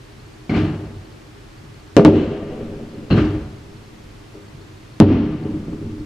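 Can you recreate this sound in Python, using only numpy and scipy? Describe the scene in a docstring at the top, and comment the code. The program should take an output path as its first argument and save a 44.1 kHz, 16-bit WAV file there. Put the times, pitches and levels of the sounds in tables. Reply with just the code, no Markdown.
"""Fireworks at dusk, heard from under a porch roof: two mortar launches thump, three shells burst overhead.
Each burst is a steep shock, then porch scatter, wall slaps, an echo of the houses and a long distant roll.
The mortars are filtered noise with a low boom; their tubes push the air and ring.
An insect ticks faintly on short sine pulses over a hush of town rumble and hiss, both shaped noise;
the background swells faintly at times. Loud sound overloads the microphone and ducks its gain."""
import sys
import numpy as np
from scipy import signal
from scipy.fft import rfft, irfft
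from scipy.io import wavfile
from scipy.ndimage import uniform_filter1d

SR = 44100
rng = np.random.default_rng(int(sys.argv[2]) if len(sys.argv) > 2 else 0)


def unload_audio(sound):
    """Save the sound as a 16-bit wav file, at the path given as the first command line argument."""
    columns = np.transpose(np.atleast_2d(sound))
    # keep every value between -1 and 1, then stretch to whole-number steps
    steps = np.round(np.clip(columns, -1, 1) * 32767)
    wavfile.write(sys.argv[1], SR, steps.astype(np.int16))


N = 266805  # samples
SIZE = 8192  # samples in a filter
HZ = np.fft.rfftfreq(SIZE, 1 / SR)


def amp(db):
    """Decibels to gain."""
    return 10 ** (np.asarray(db) / 20)


def read(points, hz):
    """A table joined by straight lines on a log-frequency axis."""
    table_hz, value = np.transpose(points)
    return np.interp(np.log(hz + 1), np.log(table_hz + 1), value)


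def add(mix, start_s, sound):
    """Lays a sound into the mix at start_s, cut off at the end of the mix."""
    part = mix[:, round(start_s * SR):][:, :sound.shape[-1]]
    part += sound[..., :part.shape[1]]


def colour(sound, gain_db):
    """Minimum-phase filter, so nothing sounds early; gain_db is its gain on the grid HZ."""
    cepstrum = irfft(np.log(amp(gain_db)))
    # fold the second half of the cepstrum onto the first
    cepstrum[1:SIZE // 2] *= 2
    cepstrum[SIZE // 2 + 1:] = 0
    taps = irfft(np.exp(rfft(cepstrum)))
    return signal.fftconvolve(sound, taps[None], axes=1)[:, :sound.shape[1]]


def shape(points, size=1):
    """A spectrum of unit power; a larger charge shifts it down."""
    level_db = read(points, HZ * size)
    return level_db - 10 * np.log10(np.mean(amp(level_db) ** 2))


def noise_pair(likeness, count):
    """White noise at two microphone ports, as alike in each band as the table says."""
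    shared, apart = rfft(rng.standard_normal((2, count)))
    same = read(likeness, np.fft.rfftfreq(count, 1 / SR))
    mid = shared * np.sqrt((1 + same) / 2)
    side = apart * np.sqrt((1 - same) / 2)
    return irfft(np.array([mid + side, mid - side]), count)


# evening hush at the porch, spectrum before the porch: [pitch_hz, level_db]
HUSH_SPECTRUM = [(20, -23), (40, 1), (75, -9), (120, -0.5), (170, -14.5), (350, -10), (550, -18.5),
                 (1000, -18), (2000, -21.5), (4200, -27), (7000, -30), (11000, -33), (15000, -37.5)]
# how alike the hush is at the left and right ports: [pitch_hz, likeness (1 is identical)]
HUSH_PORTS = [(60, 1), (130, 0.95), (290, 0.48), (640, 0.037), (1410, 0.074), (3100, 0.26), (6820, 0.42),
              (15000, 0.29)]
HUSH_DB = -44  # before the porch


def hush():
    """Distant town rumble and microphone hiss: steady noise with one fixed spectrum."""
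    return amp(HUSH_DB) * colour(noise_pair(HUSH_PORTS, count=N), shape(HUSH_SPECTRUM))


# ticks at a loose, steady pace; gaps vary evenly by up to this fraction
TICK_GAP_S, TICK_GAP_SPREAD = 0.064, .3
# level and pitch spreads are rms
TICK_DB, TICK_SPREAD_DB = -54, 3.5
TICK_HZ, TICK_SPREAD_HZ, TICK_WIDTH_S = 4370, 67, 0.0026


def insect():
    """A train of short soft-edged sine ticks near one high pitch, each a little different."""
    out = np.zeros((2, N))
    t = np.arange(SR // 50) / SR
    draws = rng.uniform(-1, 1, (N // 1000, 3))
    times = np.cumsum(TICK_GAP_S * (1 + TICK_GAP_SPREAD * draws[:, 0]))
    window = np.exp(-(t / TICK_WIDTH_S - 2) ** 2)
    # the root of 3 brings even draws to unit rms
    for start_s, (_, loud, high) in zip(times, draws * np.sqrt(3)):
        tone = np.sin(2 * np.pi * (TICK_HZ + TICK_SPREAD_HZ * high) * t)
        add(out, start_s, amp(TICK_DB + TICK_SPREAD_DB * loud) * window * tone)
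    return out


def shock(ms, front_hz, damping):
    """A steep front that swings to suction and rebound, first crossing zero near ms; air rounds its edge."""
    u = np.arange(SIZE) / SR * 1000 / ms
    wave = -np.cos(np.pi * u / 2) * np.exp(-damping * u)
    return signal.lfilter(*signal.butter(2, front_hz, fs=SR), wave)


def slap(ms):
    """A blast that arrives with its front blunted."""
    return shock(ms, front_hz=1440, damping=0.41)


# how alike blast and swell noise is at the left and right ports: [pitch_hz, likeness (1 is identical)]
BLAST_PORTS = [(100, 1), (300, .996), (600, .98), (1300, .82), (3000, .5), (8000, .4)]


def ring(hz, width_hz, t60):
    """A rough ring: noise in one narrow band, dying 60 dB in t60 seconds."""
    t = np.arange(SR // 2) / SR
    edges_hz = [hz - width_hz / 2, hz + width_hz / 2]
    band = signal.butter(2, edges_hz, "band", fs=SR, output="sos")
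    sound = signal.sosfilt(band, noise_pair(BLAST_PORTS, count=len(t)))
    return sound / sound.std() * amp(-60 * t / t60)


# reports of the mortar tubes, direct or thrown back:
# [start_s, push_db, push_ms, ring_db, tube_hz, overtone_step_db]
TUBE_REPORTS = [(0.4943, -18, 1.4, -33.5, 2170, -12.5), (0.541, -17, 1, -32, 2190, -18),
                (0.573, -17, 2.5, -38, 2230, -20), (3.108, -10, 4.1, -32, 1380, -0.5),
                (3.176, -11, 1.2, -24.5, 1340, -17), (3.267, -28, 1.5, -44, 1320, -20)]


def tubes():
    """Each report is a blunt push of air and a brief ring on the first three harmonics of its tube."""
    out = np.zeros((2, N))
    for start_s, push_db, push_ms, ring_db, tube_hz, step_db in TUBE_REPORTS:
        add(out, start_s, amp(push_db) * slap(push_ms))
        for k in range(3):
            overtone = ring((k + 1) * tube_hz, width_hz=320, t60=0.17)
            add(out, start_s, amp(ring_db + k * step_db) * overtone)
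    return out


def scatter(hold, t60, treble_t60, treble_db):
    """First reflections off roof and walls: the bass holds before it dies, the treble fades from the start."""
    t = np.arange(SR // 2) / SR
    dense = noise_pair(BLAST_PORTS, count=len(t))
    bass = signal.sosfilt(signal.butter(2, 900, fs=SR, output="sos"), dense)
    treble = signal.sosfilt(signal.butter(2, 900, "high", fs=SR, output="sos"), dense)
    bass_fade = amp(-60 * np.maximum(t - hold, 0) / t60)
    treble_fade = amp(treble_db - 60 * t / treble_t60)
    # opposite signs let the two bands join smoothly
    return bass * bass_fade - treble * treble_fade


def echoes(t60, rise, count, lumps_db):
    """Countless reflections that build up over the rise time, then die band by band, in lumps."""
    hz, t, bands = signal.stft(noise_pair(BLAST_PORTS, count=count), SR, nperseg=256)
    lumps = uniform_filter1d(rng.standard_normal(len(t)), size=6)
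    decay_db = 60 * np.maximum(t - rise, 0) / read(t60, hz)[:, None]
    fade = amp(lumps_db * lumps / lumps.std() - decay_db)
    tail = signal.istft(bands * fade, SR, nperseg=256)[1][:, :count]
    return tail * np.sqrt(np.minimum(np.arange(count) / SR / rise, 1))


# mortar launches behind the trees: [start_s, first_arrival_db, house_echo_db, echo_delay_s,
# size (larger is deeper), lowest_hz, boom_db, boom_hz, echo_length (multiplies the fading times)]
MORTAR_LAUNCHES = [(.495, -20, -15.5, .034, .98, 95, -28, 194, 1.14),
                   (3.103, -16.5, -14, 0.036, 0.97, 24.04, -16, 173, 0.97)]
# colour of a launch of size 1: [pitch_hz, level_db]
MORTAR_COLOUR = [(20, -49.5), (45, 3.5), (100, 4.5), (195, -1), (250, -1.5), (330, -0.5), (480, -15),
                 (900, -22), (1500, -20), (2700, -30), (5000, -37), (8000, -49), (16000, -72.5)]
# fading of its house echo at echo_length 1: [pitch_hz, t60_s]
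MORTAR_FADING = [(60, 1.38), (140, 0.62), (320, 0.74), (700, 1.03), (1500, 0.71), (6000, 0.54)]


def launches():
    """Mortars behind the trees: a thump with a low boom, then a wash from the house fronts."""
    out = np.zeros((2, N))
    for start_s, first_db, houses_db, delay_s, size, low_hz, boom_db, boom_hz, length in MORTAR_LAUNCHES:
        fading = [(hz, t60 * length) for hz, t60 in MORTAR_FADING]
        low_cut_db = 10 * np.log10(1 + (low_hz / (HZ + 10)) ** 4)
        body = shape(MORTAR_COLOUR, size) - low_cut_db
        thump = colour(scatter(hold=0.054, t60=0.16, treble_t60=0.88, treble_db=-1.5), body)
        add(out, start_s, amp(first_db) * thump)
        add(out, start_s, amp(boom_db) * ring(boom_hz, width_hz=110, t60=0.46))
        wash = colour(echoes(fading, rise=0.046, count=2 * SR, lumps_db=1.2), body)
        add(out, start_s + delay_s, amp(houses_db) * wash)
    return out


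# faint brief swells of the background noise: [start_s, level_db, pitch_hz, t60_s]
NOISE_SWELLS = [(1.634, -39.5, 125, 0.43), (4.343, -37, 388, 0.26), (4.542, -37, 123, 0.21)]


def swells():
    """Faint brief swells of the background noise, each mostly in one band and dying away."""
    out = np.zeros((2, N))
    t = np.arange(SR // 2) / SR
    for start_s, level_db, hz, t60 in NOISE_SWELLS:
        swell = noise_pair(BLAST_PORTS, count=len(t)) * amp(level_db - 60 * t / t60)
        band = shape([(hz / 2, -20), (hz, 0), (hz * 2, -25), (hz * 10, -60)])
        add(out, start_s, colour(swell, band))
    return out


def snap(front_hz, level_db):
    """The very edge of a front: a thin spike that drives the two ports in opposite ways."""
    spike = signal.lfilter(*signal.butter(2, front_hz, fs=SR), signal.unit_impulse(SIZE))
    return amp(level_db) * spike / spike.max() * np.array([[1], [-.6]])


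# shells overhead: [start_s, shock_db, shock_ms, front_hz (sharpness), porch_scatter_db, house_echo_db,
# distant_roll_db, size (larger is deeper), wall_slap_delay_s, wall_slap_db]
SHELL_BURSTS = [(1.967, 6.5, 1.06, 7000, -5, -16, -31.5, 0.89, .0132, -8.5),
                (2.0497, 11, 0.91, 5000, -3, -9, -35, 1.02, .0048, 9.5),
                (5.0017, 11.5, 1.25, 7660, -3.5, -6, -27.5, 1.36, .0182, 2.5)]
# colours at size 1 of porch scatter, house echo and distant roll: [pitch_hz, level_db]
PORCH_COLOUR = [(20, -11.5), (60, -8.5), (130, 6), (230, 3.5), (380, 1.5), (520, -3), (750, -19.5),
                (1300, -29.5), (3000, -43), (5500, -47), (8000, -54), (16000, -78)]
HOUSE_COLOUR = [(20, -29.5), (60, -0.5), (130, -3), (260, 3), (380, 5), (520, -5), (800, -19),
                (1400, -24.5), (3000, -32.5), (5000, -41.5), (8000, -47.5), (16000, -109)]
ROLL_COLOUR = [(20, 1.5), (50, -6.5), (130, 0.5), (330, 1), (420, 2), (550, -5), (850, -19), (1500, -23.5),
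               (3000, -37), (5000, -52.5), (8000, -88), (16000, -71)]
# fading of house echo and distant roll: [pitch_hz, t60_s]
HOUSE_FADING = [(60, 0.85), (300, 0.46), (1500, 1), (6000, 0.9)]
ROLL_FADING = [(60, 7.5), (350, 3.5), (700, 2.26), (3000, 4.5), (7000, 0.85)]
# walls return the shock blunter: the first longer, the second later and shorter
SLAP_STRETCH = 1.18
REBOUND_S, REBOUND_DB, REBOUND_STRETCH = .025, -6, 0.87


def bursts():
    """Each shell: shock, scatter in the porch, slaps from two walls, echo of the houses, long roll."""
    out = np.zeros((2, N))
    for (start_s, shock_db, ms, front_hz, near_db, houses_db, roll_db,
         size, wall_s, wall_db) in SHELL_BURSTS:
        add(out, start_s, snap(front_hz, level_db=-3))
        add(out, start_s + 4 / SR, amp(shock_db) * shock(ms, front_hz, damping=0.27))

        near = scatter(hold=0.026, t60=0.16, treble_t60=0.21, treble_db=16.0)
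        add(out, start_s + .003, amp(near_db) * colour(near, shape(PORCH_COLOUR, size)))

        slap_s = start_s + wall_s
        add(out, slap_s, amp(wall_db) * slap(ms * SLAP_STRETCH))
        add(out, slap_s + REBOUND_S, amp(wall_db + REBOUND_DB) * slap(ms * REBOUND_STRETCH))

        houses = echoes(HOUSE_FADING, rise=0.076, count=SR, lumps_db=-0.5)
        add(out, start_s + .045, amp(houses_db) * colour(houses, shape(HOUSE_COLOUR, size)))
        roll = echoes(ROLL_FADING, rise=0.31, count=3 * SR, lumps_db=2.0)
        add(out, start_s + 0.12, amp(roll_db) * colour(roll, shape(ROLL_COLOUR, size)))
    return out


# standing waves of the porch, before the treble taper: [pitch_hz, width_hz, lift_db]
PORCH_WAVES = [(96.06, 5.5, 10), (127, 9.6, 3), (156.7, 28, 5.5), (206.6, 6.3, 9.5), (227, 9.5, 10.5),
               (307.2, 23.4, 11), (405.2, 20.6, 11), (502, 7.1, 8), (563, 14.5, 9), (648, 39, 5),
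               (743, 16, 8), (880, 29, 4.5), (1184, 40, 6.5), (1496, 59, -1), (2570, 20, -1),
               (2920, 1020, 8.5), (4220, 390, 4)]


def porch(sound, valley_db, top_hz):
    """The space under the roof lifts its standing waves, those below top_hz most."""
    lift_db = sum(db / (1 + (2 * (HZ - hz) / width_hz) ** 2) for hz, width_hz, db in PORCH_WAVES)
    return colour(sound, (lift_db + valley_db) / (1 + (HZ / top_hz) ** 2))


# lean of blasts and swells between the microphone ports: [pitch_hz, left_over_right_db]
PORT_BALANCE = [(200, 0), (400, .5), (700, 2), (1300, 3.7), (2400, 3), (4400, 2), (9000, .5)]


def scene():
    """Blasts and swells lean to the left port; the hush is all around and the insect sits in the middle."""
    leaning = porch(bursts() + launches() + tubes() + swells(), valley_db=-1.5, top_hz=9000)
    lean_db = read(PORT_BALANCE, HZ) / 2
    leaning = np.vstack([colour(leaning[:1], lean_db), colour(leaning[1:], -lean_db)])
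    return leaning + porch(hush(), valley_db=1, top_hz=696) + insect()


# treble loss of the recorder: [pitch_hz, gain_db]
TREBLE_LOSS = [(5000, 0), (8000, -4), (12000, -8), (16000, -9.5)]
EDGE_HZ = 15400  # band limit


def record(dry, threshold_db=-12, slope=0.51, recovery_db=35):
    """Gain ducks when loud and recovers steadily; peaks clip, treble dulls, the band ends."""
    power = signal.lfilter(*signal.butter(1, 8, fs=SR), (dry ** 2).mean(0))
    level_db = 10 * np.log10(abs(power) + 1e-12)
    # a peak hold that slides down by recovery_db each second
    fall_db = np.arange(N) * recovery_db / SR
    held_db = np.maximum.accumulate(level_db + fall_db) - fall_db
    over_db = np.maximum(held_db - threshold_db, 0)
    driven = dry * amp(-slope * over_db)
    clipped = driven / (1 + driven ** 10) ** (1 / 10)
    dulled = colour(clipped, read(TREBLE_LOSS, HZ))
    band_limit = signal.firwin(255, EDGE_HZ, window=("kaiser", 9), fs=SR)
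    return signal.oaconvolve(dulled, band_limit[None], "same")


dry = scene()
out = record(dry)
unload_audio(out)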